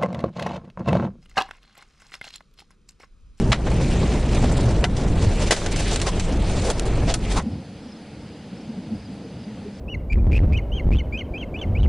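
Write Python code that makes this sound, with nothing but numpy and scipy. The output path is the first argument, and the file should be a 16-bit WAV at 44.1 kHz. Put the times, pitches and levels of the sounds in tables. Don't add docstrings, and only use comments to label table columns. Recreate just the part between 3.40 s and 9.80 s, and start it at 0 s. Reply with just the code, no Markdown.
import sys
import numpy as np
from scipy import signal
from scipy.fft import rfft, irfft
from scipy.io import wavfile
from scipy.ndimage import uniform_filter1d, minimum_filter1d

SR = 44100
rng = np.random.default_rng(int(sys.argv[2]) if len(sys.argv) > 2 else 0)


def digitize_waveform(pressure):
    field = np.atleast_2d(pressure).T
    bounded = np.clip(field, -1, 1)
    quanta = np.round(bounded * 32767).astype(np.int16)
    wavfile.write(sys.argv[1], SR, quanta)


N = 282240
TIME = np.arange(N) / SR
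BINS_HZ = np.arange(N // 2 + 1) * SR / N
CHANGE_S, CROSSFADE_S = 4.013, 0.044
CUTOFF_HZ = 10900

# start_s, buffeting_db (before gusts), rush_db (before lift and flurries)
NEAR_WIND = [(0.0, -16.5, -28), (0.1, -17.5, -28.5), (0.25, -18, -30), (0.7, -18.5, -29.5),
             (0.83, -19.5, -30), (1.02, -16, -26), (1.4, -21.5, -28), (1.6, -21.5, -28), (1.72, -17, -28.5),
             (1.9, -20.5, -30.5), (2.15, -22, -28), (2.33, -21, -30), (2.8, -21.5, -30.5), (3.05, -20, -29),
             (3.33, -22.5, -30.5), (3.6, -18, -29), (3.82, -22.5, -33.5), (4.0, -18, -28)]
# start_s, level_db (before lift and flurries)
SAND_STRENGTH = [(0.0, -43.5), (0.1, -46), (0.3, -41.5), (0.5, -36.5), (0.85, -41), (0.97, -37),
                 (1.25, -38.5), (1.42, -43.5), (1.7, -42.5), (2.0, -37.5), (2.17, -37.5), (2.28, -37.5),
                 (2.48, -32), (2.64, -39), (3.0, -41), (3.22, -37.5), (3.45, -41), (3.8, -42.5),
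                 (4.0, -37.5)]
# (per Hz, relative)
BUFFET_SPECTRUM = [(12, -7.5), (28, 2.5), (45, 0.5), (60, 5.5), (82, -5), (118, -2.5), (165, -7.5),
                   (230, -11.5), (340, -16), (600, -29.5), (1500, -88)]
# (per Hz, relative)
RUSH_SPECTRUM = [(100, -14), (175, 5.5), (260, -2), (350, 1), (550, -3), (800, -7.5), (1150, -14.5),
                 (2000, -22), (5000, -57)]


def near_storm():
    buffet_db, rush_db = in_time(NEAR_WIND)
    sand_db, = in_time(SAND_STRENGTH)
    flurry = drift(19)
    buffet = from_db(buffet_db + gusts()) * shedding(eddies(BUFFET_SPECTRUM, span_s=0.035))
    rush = from_db(rush_db + 0.5 + 1.8 * flurry) * eddies(RUSH_SPECTRUM, span_s=0.024)
    sand = from_db(sand_db + 0.98 + 0.5 * flurry)
    hissing_grit = stereo(grit(sand), grit(sand), side_db=-11.5)
    impacts = stereo(debris(), debris(), side_db=-11.0)
    return buffet + rush + hissing_grit + impacts


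# start_s, pitch_hz (only its ratio to the first row acts)
EDDY_PITCH_CURVE = [(0.0, 58.42), (0.7, 62.4), (1.3, 53.99), (2.0, 44.11), (3.0, 43.69), (3.6, 52.5),
                    (4.0, 47.13)]


def shedding(x):
    pitch_hz, = in_time(EDDY_PITCH_CURVE)
    position = np.cumsum(pitch_hz / pitch_hz[0])
    return np.interp(position, np.arange(N), x, period=N)


# centre_s, lift_db (negative lowers the wind)
SINGLE_GUSTS = [(1.39, 5.5), (1.51, 6), (1.88, 5.5), (2.06, 3), (2.99, 2.5), (3.69, 1), (3.93, -1),
                (5.69, 2), (5.972, 11), (6.15, 5), (6.241, 11)]


def gusts(half_s=0.036):
    return sum(db * np.exp(-0.5 * ((TIME - s) / half_s) ** 2) for s, db in SINGLE_GUSTS)


# start_s, level_db, ring_s (60 dB decay), dull_hz (treble falls above), thud_hz,
# thud_db (against the crack)
STONE_HITS = [(0.1185, -4, 0.12, 3080, 715, -15.5), (0.1296, -2, 0.015, 3480, 1300, -12),
              (0.144, -18, 0.04, 4000, 1400, -10), (0.269, -25.5, 0.042, 2500, 480, 5),
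              (1.4409, -1, 0.043, 3320, 714, -14.5), (1.566, -26.5, 0.19, 6000, 500, -23),
              (1.611, -33.5, 0.15, 5000, 500, -7), (2.108, -11.5, 0.018, 12000, 600, 4),
              (2.11, -0.5, 0.11, 6840, 1580, -11), (2.118, -10.5, 0.072, 5500, 437, 5.5),
              (2.164, -19, 0.26, 8100, 524, -5.5), (2.218, -26, 0.007, 3000, 1600, 7),
              (2.261, -12.5, 0.035, 6100, 1500, -12), (2.361, -23.5, 0.12, 7000, 500, -21),
              (2.559, -14, 0.034, 8000, 500, -13), (2.6, -17, 0.018, 6500, 500, -17),
              (2.6153, -17, 0.059, 8050, 500, -29), (2.669, -20.5, 0.075, 6040, 520, 0),
              (2.797, -16, 0.057, 5760, 500, -25), (3.301, -14, 0.057, 12000, 510, -2.5),
              (3.396, -14.5, 0.01, 12000, 500, -22), (3.74, -12.5, 0.056, 11000, 496, -15)]
# peak_s, level_db, half_s (half length), dull_hz (treble falls above), thud_hz,
# thud_db (against the spray)
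DIRT_CLUMPS = [(0.277, -25, 0.013, 2360, 484, -2), (0.736, -37.5, 0.051, 6000, 368, 8),
               (0.952, -29, 0.0063, 8000, 500, -8), (1.041, -28.5, 0.012, 6000, 620, 4.5),
               (1.836, -29, 0.02, 6760, 436, 1.5), (2.021, -24.5, 0.012, 8000, 513, -4),
               (2.076, -25.5, 0.0087, 8000, 500, -3), (2.324, -25, 0.0068, 9000, 503, -25),
               (2.401, -22.5, 0.0098, 9150, 505, -11), (2.53, -23, 0.017, 7500, 478, -5),
               (2.68, -20, 0.014, 7700, 930, -4.5), (3.221, -29, 0.0051, 9000, 500, -22),
               (3.263, -28, 0.021, 10100, 460, 0), (3.298, -32, 0.016, 7000, 490, 8),
               (3.462, -32.5, 0.0067, 12400, 497, -4), (3.702, -19, 0.015, 5400, 666, -5),
               (3.921, -27.5, 0.015, 7460, 500, -19), (3.979, -24, 0.012, 9700, 925, 2),
               (4.001, -36, 0.0076, 2500, 940, 8)]


def debris(snap=0.91, snap_s=0.00064, bite_s=0.00025, crumble=1.184, lumpy_db=1.4):
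    crackle = soften(grains(per_s=22000, spread_db=4.0), 1700, "high", order=2)
    lumps_db = lumpy_db * drift(73)
    age = np.arange(int(SR / 4)) / SR
    middle = age[-1] / 2
    out, hard = np.zeros((2, N))
    for s, db, ring_s, *tone in STONE_HITS:
        uneven = from_db(lumps_db[int(s * SR):][:len(age)])
        fall = from_db(-60 * np.minimum(age / ring_s, 2) ** crumble)
        build_up = 1 - np.exp(-age / bite_s)
        envelope = from_db(db) * build_up * (fall * uneven + snap * np.exp(-age / snap_s))
        crack = contact(envelope, crackle, *tone)
        add(out, s, crack)
        add(hard, s, from_db(db) * crack)
    for s, db, half_s, *tone in DIRT_CLUMPS:
        swell = np.exp(-0.5 * ((age - middle) / half_s) ** 2)
        envelope = from_db(db + lumps_db[int(s * SR):][:len(age)]) * swell
        add(out, s - middle, contact(envelope, crackle, *tone))
    return soften(out + panel(hard) + 1e-18, 8840, order=2) + clank(age)


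def contact(envelope, crackle, dull_hz, thud_hz, thud_db, thud_width=0.28):
    size = len(envelope)
    start = int(rng.random() * (N - size))
    narrow = resonate(rng.standard_normal(size), thud_hz, thud_width * thud_hz)
    flex = signal.hilbert(soften(narrow, 2170, order=2))
    thud = rms_one(flex.real / np.sqrt(np.abs(flex) + 1e-9))
    burst = soften(envelope * crackle[start:start + size] + 1e-18, dull_hz, order=2)
    return burst + from_db(thud_db) * envelope * thud


# frequency_hz, bandwidth_hz, level_db
PANEL_MODES = [(2046, 60, -2), (3092, 45, 1), (4018, 45, 1), (6020, 40, -5), (6636, 40, -4), (7153, 40, -2),
               (7392, 55, -2), (8245, 35, -2), (8365, 35, -2), (8785, 35, -3), (9517, 45, 4), (9789, 30, 4),
               (10521, 28, 10), (10761, 28, 11)]


def panel(x):
    return sum(from_db(db) * resonate(x, hz, width_hz) for hz, width_hz, db in PANEL_MODES)


# frequency_hz, level_db (before the common clank level and scatter)
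BODY_MODES = [(716, -2), (840, -7), (940, -6), (1330, -4), (1540, -1), (1790, -4), (1986, -1), (2422, -4),
              (2750, -5), (3450, -2)]


def clank(age, lowest_t60_s=0.09, level_db=-10.5, rise_s=0.012, uneven_db=2.5, detune=0.028):
    out = np.zeros(N)
    build_up = 1 - np.exp(-age / rise_s)
    for s, db, *_ in STONE_HITS:
        for hz, mode_db in BODY_MODES:
            t60_s = lowest_t60_s / np.sqrt(hz / BODY_MODES[0][0])
            start_db = db + level_db + mode_db + uneven_db * rng.standard_normal()
            level = from_db(start_db - 60 * age / t60_s)
            spot_hz = hz * (1 + detune * rng.standard_normal())
            add(out, s, level * build_up * np.sin(2 * np.pi * (spot_hz * age + rng.random())))
    return out


# frequency_hz, gain_db
GRIT_SPECTRUM = [(400, -41), (1000, -6.5), (2300, 5.5), (3500, 1.5), (5500, -2), (8000, -4.5), (10000, -11),
                 (11000, -21)]


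def grit(level):
    coarse = soften(grains(per_s=9000, spread_db=1.0), 4900, order=2) * from_db(1.67 * drift(59))
    fine = soften(grains(per_s=12000, spread_db=1.5), 4050, "high", order=2) * from_db(2.84 * drift(51))
    return level * rms_one(patchy(colour(coarse + fine, GRIT_SPECTRUM), depth_db=2.5, rate=17))


# peak_s, level_db (rms at the peak), half_s (half length), pitch_hz
BODY_BOOMS = [(0.09, -18, 0.018, 121), (1.05, -20, 0.012, 246), (1.267, -17, 0.02, 118),
              (4.074, -19.5, 0.0081, 225), (4.47, -35, 0.0064, 266), (5.135, -34, 0.013, 190),
              (5.30, -26, 0.006, 223), (5.385, -26.5, 0.007, 201), (5.525, -23.5, 0.0087, 220),
              (5.70, -36, 0.0093, 258), (5.86, -42, 0.017, 458), (6.09, -31, 0.015, 211),
              (6.267, -33, 0.0067, 410), (6.33, -39, 0.012, 210)]


def booms():
    out = np.zeros(N)
    age = np.linspace(-0.1, 0.1, int(0.2 * SR))
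    for s, db, half_s, hz in BODY_BOOMS:
        swell = from_db(db) * np.exp(-0.5 * (age / half_s) ** 2)
        add(out, s + age[0], swell * np.sqrt(2) * np.sin(2 * np.pi * (hz * age + rng.random())))
    return out


# start_s, rumble_db (before gusts and bass cut), roar_db (before lift)
FAR_WIND = [(4.03, -32, -36), (4.16, -31.5, -36), (4.24, -46, -44.5), (4.38, -43, -43.5), (4.55, -54, -44),
            (4.71, -49, -45.5), (4.78, -39, -43), (5.03, -51, -44.5), (5.14, -45, -42.5), (5.33, -49, -40),
            (5.46, -47, -40), (5.55, -34, -35.5), (5.63, -43, -48.5), (5.7, -43, -40), (5.97, -50, -41.5),
            (6.09, -44.5, -41), (6.24, -52, -39.5), (6.4, -43, -43.5)]
# (per Hz, relative)
FAR_RUMBLE_SPECTRUM = [(20, -20), (38, -24), (55, -13), (75, 0), (100, -1), (125, -2.5), (200, -17),
                       (500, -61)]
# (per Hz, relative)
FAR_ROAR_SPECTRUM = [(90, -33), (135, -8.5), (175, -3.5), (215, -0.5), (250, -6.5), (295, -5.5),
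                     (360, -15.5), (800, -65)]
# (per Hz, relative)
FAR_RUSH_SPECTRUM = [(250, -7), (360, -6.5), (460, 4), (600, -3.5), (850, -6.5), (1150, -20.5), (3000, -54)]
# (per Hz, relative)
FAR_HISS_SPECTRUM = [(590, 2.5), (1000, -1), (1450, 2.5), (1590, 1), (2810, 1), (3910, -2.5), (4980, -1),
                     (5350, -10), (5700, -11), (6200, -8), (7100, -15), (7850, -11.5), (8700, -19),
                     (9700, -13), (10800, -19.5), (11200, -52)]


def far_storm(rush_db=-46.5, rush_follows=0.5, hiss_db=-51):
    rumble_db, roar_db = in_time(FAR_WIND)
    swing_db = roar_db - roar_db[TIME > CHANGE_S].mean()
    rumble = from_db(rumble_db + gusts()) * eddies(FAR_RUMBLE_SPECTRUM, span_s=0.085)
    roar = from_db(roar_db + 3.5) * eddies(FAR_ROAR_SPECTRUM, span_s=0.091)
    rush = from_db(rush_db + rush_follows * swing_db) * eddies(FAR_RUSH_SPECTRUM, span_s=0.67)
    hiss_mid = patchy(noise(FAR_HISS_SPECTRUM), depth_db=0.94, rate=13)
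    hiss = from_db(hiss_db) * stereo(hiss_mid, noise(FAR_HISS_SPECTRUM), side_db=-9.0)
    return soften(rumble, 32, "high", order=2) + roar + rush + hiss + twitter()


# crest_s, top_hz, level_db (before scatter)
TWITTER_PHRASES = [(4.105, 5620, -57), (4.483, 5620, -57), (4.85, 5430, -57.5), (5.215, 5330, -56.5),
                   (5.614, 5380, -56.5), (5.998, 5350, -57), (6.39, 5300, -59)]
# after_crest_s, below_top_hz, level_db (against the phrase)
PHRASE_CHIRPS = [(-0.1, 900, 0), (-0.055, 348, -2), (-0.036, 78, 1), (-0.025, 680, -5), (-0.012, 400, 1),
                 (0.0, 4, -2), (0.018, 300, 0), (0.037, 60, -1), (0.046, 520, 2), (0.085, 480, -1),
                 (0.118, 650, -3), (0.19, 1050, -2)]


def twitter(chirp_s=0.024, fall_hz_per_s=18000, scatter_hz=45, late_s=0.0013, uneven_db=4.0):
    out = np.zeros(N)
    age = np.linspace(-0.5, 0.5, int(chirp_s * SR)) * chirp_s
    notes = [(crest_s + after_s, top_hz - below_hz, phrase_db + db)
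             for crest_s, top_hz, phrase_db in TWITTER_PHRASES
             for after_s, below_hz, db in PHRASE_CHIRPS]
    notes += [(s, rng.uniform(4259.9, 5150), -66)
              for s in rng.uniform(CHANGE_S, N / SR, size=90)]
    chances = rng.standard_normal((len(notes), 3))
    for (s, hz, db), (late, detune, loud) in zip(notes, chances):
        sweep_hz = hz + scatter_hz * detune - fall_hz_per_s * age
        chirp = np.hanning(len(age)) * np.sin(2 * np.pi * np.cumsum(sweep_hz) / SR)
        add(out, s + age[0] + late_s * late, from_db(db + uneven_db * loud) * chirp)
    return out


def from_db(db):
    return 10 ** (np.asarray(db) / 20)


def rms_one(x):
    return x / np.sqrt(np.mean(x ** 2) + 1e-20)


def in_time(rows):
    s, *columns = np.transpose(rows)
    return [np.interp(TIME, s, c) for c in columns]


def colour(x, spectrum):
    hz, db = np.transpose(spectrum)
    gain_db = np.interp(np.log(np.maximum(BINS_HZ, 1)), np.log(hz), db)
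    return irfft(rfft(x) * from_db(gain_db), N)


def noise(spectrum):
    return rms_one(colour(rng.standard_normal(N), spectrum))


def drift(rate):
    return rms_one(irfft(rfft(rng.standard_normal(N)) / (1 + (BINS_HZ / rate) ** 2), N))


def eddies(spectrum, span_s):
    x = noise(spectrum)
    size = max(int(span_s * SR), 2)
    power = uniform_filter1d(uniform_filter1d(x ** 2, size), size)
    return x / np.sqrt(power + 1e-9)


def grains(per_s, spread_db):
    sizes = from_db(spread_db * np.minimum(rng.exponential(1, N), 4)) * rng.choice([-1, 1], N)
    return rms_one(sizes * (rng.random(N) < per_s / SR))


def patchy(x, depth_db, rate, count=14):
    spectrum = rfft(x)
    centres_hz = np.geomspace(1000, CUTOFF_HZ, count)
    out = np.zeros(N)
    for band in np.eye(count):
        part = irfft(spectrum * np.interp(BINS_HZ, centres_hz, band), N)
        out += part * from_db(depth_db * drift(rate))
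    return out


def soften(x, hz, kind="low", order=1):
    sos = signal.butter(order, min(hz, 0.45 * SR), kind, fs=SR, output="sos")
    return signal.sosfilt(sos, x)


def resonate(x, hz, width_hz):
    r = np.exp(-np.pi * width_hz / SR)
    feedback = [1, -2 * r * np.cos(2 * np.pi * hz / SR), r * r]
    return signal.lfilter(np.array([1, 0, -1]) * (1 - r * r) / 2, feedback, x + 1e-18)


def add(out, s, sound):
    start = max(int(s * SR), 0)
    out[start:start + len(sound)] += sound[:max(N - start, 0)]


# frequency_hz, side_db (gain on the side signal, before each layer's own)
STEREO_WIDTH = [(300, -70), (1100, -48), (2000, -60.5), (3500, -8.5), (6300, 6), (11000, 8)]


def stereo(mid, side, side_db):
    return mid + from_db(side_db) * colour(side, STEREO_WIDTH) * np.array([[1], [-1]])


def scene():
    far = np.clip((TIME - CHANGE_S) / CROSSFADE_S + 0.5, 0, 1)
    return (1 - far) * near_storm() + far * far_storm() + booms()


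def gain_control(x, threshold_db=-27, squeeze=0.37, sense_s=0.0018,
                 attack_s=0.0011, hold_s=0.039, release_db_per_s=55):
    treble = soften(x.mean(axis=0), 1150, "high", order=2)
    power = np.abs(uniform_filter1d(treble ** 2, max(int(sense_s * SR), 2)))
    level_db = 10 * np.log10(power + 1e-12)
    cut_db = squeeze * np.maximum(level_db - threshold_db, 0)
    half = max(int(hold_s * SR / 2), 1)
    held_db = -minimum_filter1d(-cut_db, 2 * half + 1, origin=half)
    recovery_db = release_db_per_s * TIME
    gain_db = recovery_db - np.maximum.accumulate(held_db + recovery_db)
    return x * from_db(soften(gain_db, 1 / (2 * np.pi * attack_s)))


def record(dry, ceiling=0.54):
    x = gain_control(dry)
    flattened = x / (1 + (x / ceiling) ** 6) ** (1 / 6)
    top_cut = signal.ellip(10, 0.1, 80, CUTOFF_HZ, fs=SR, output="sos")
    return signal.sosfilt(top_cut, flattened)


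dry = scene()
out = record(dry)
digitize_waveform(out)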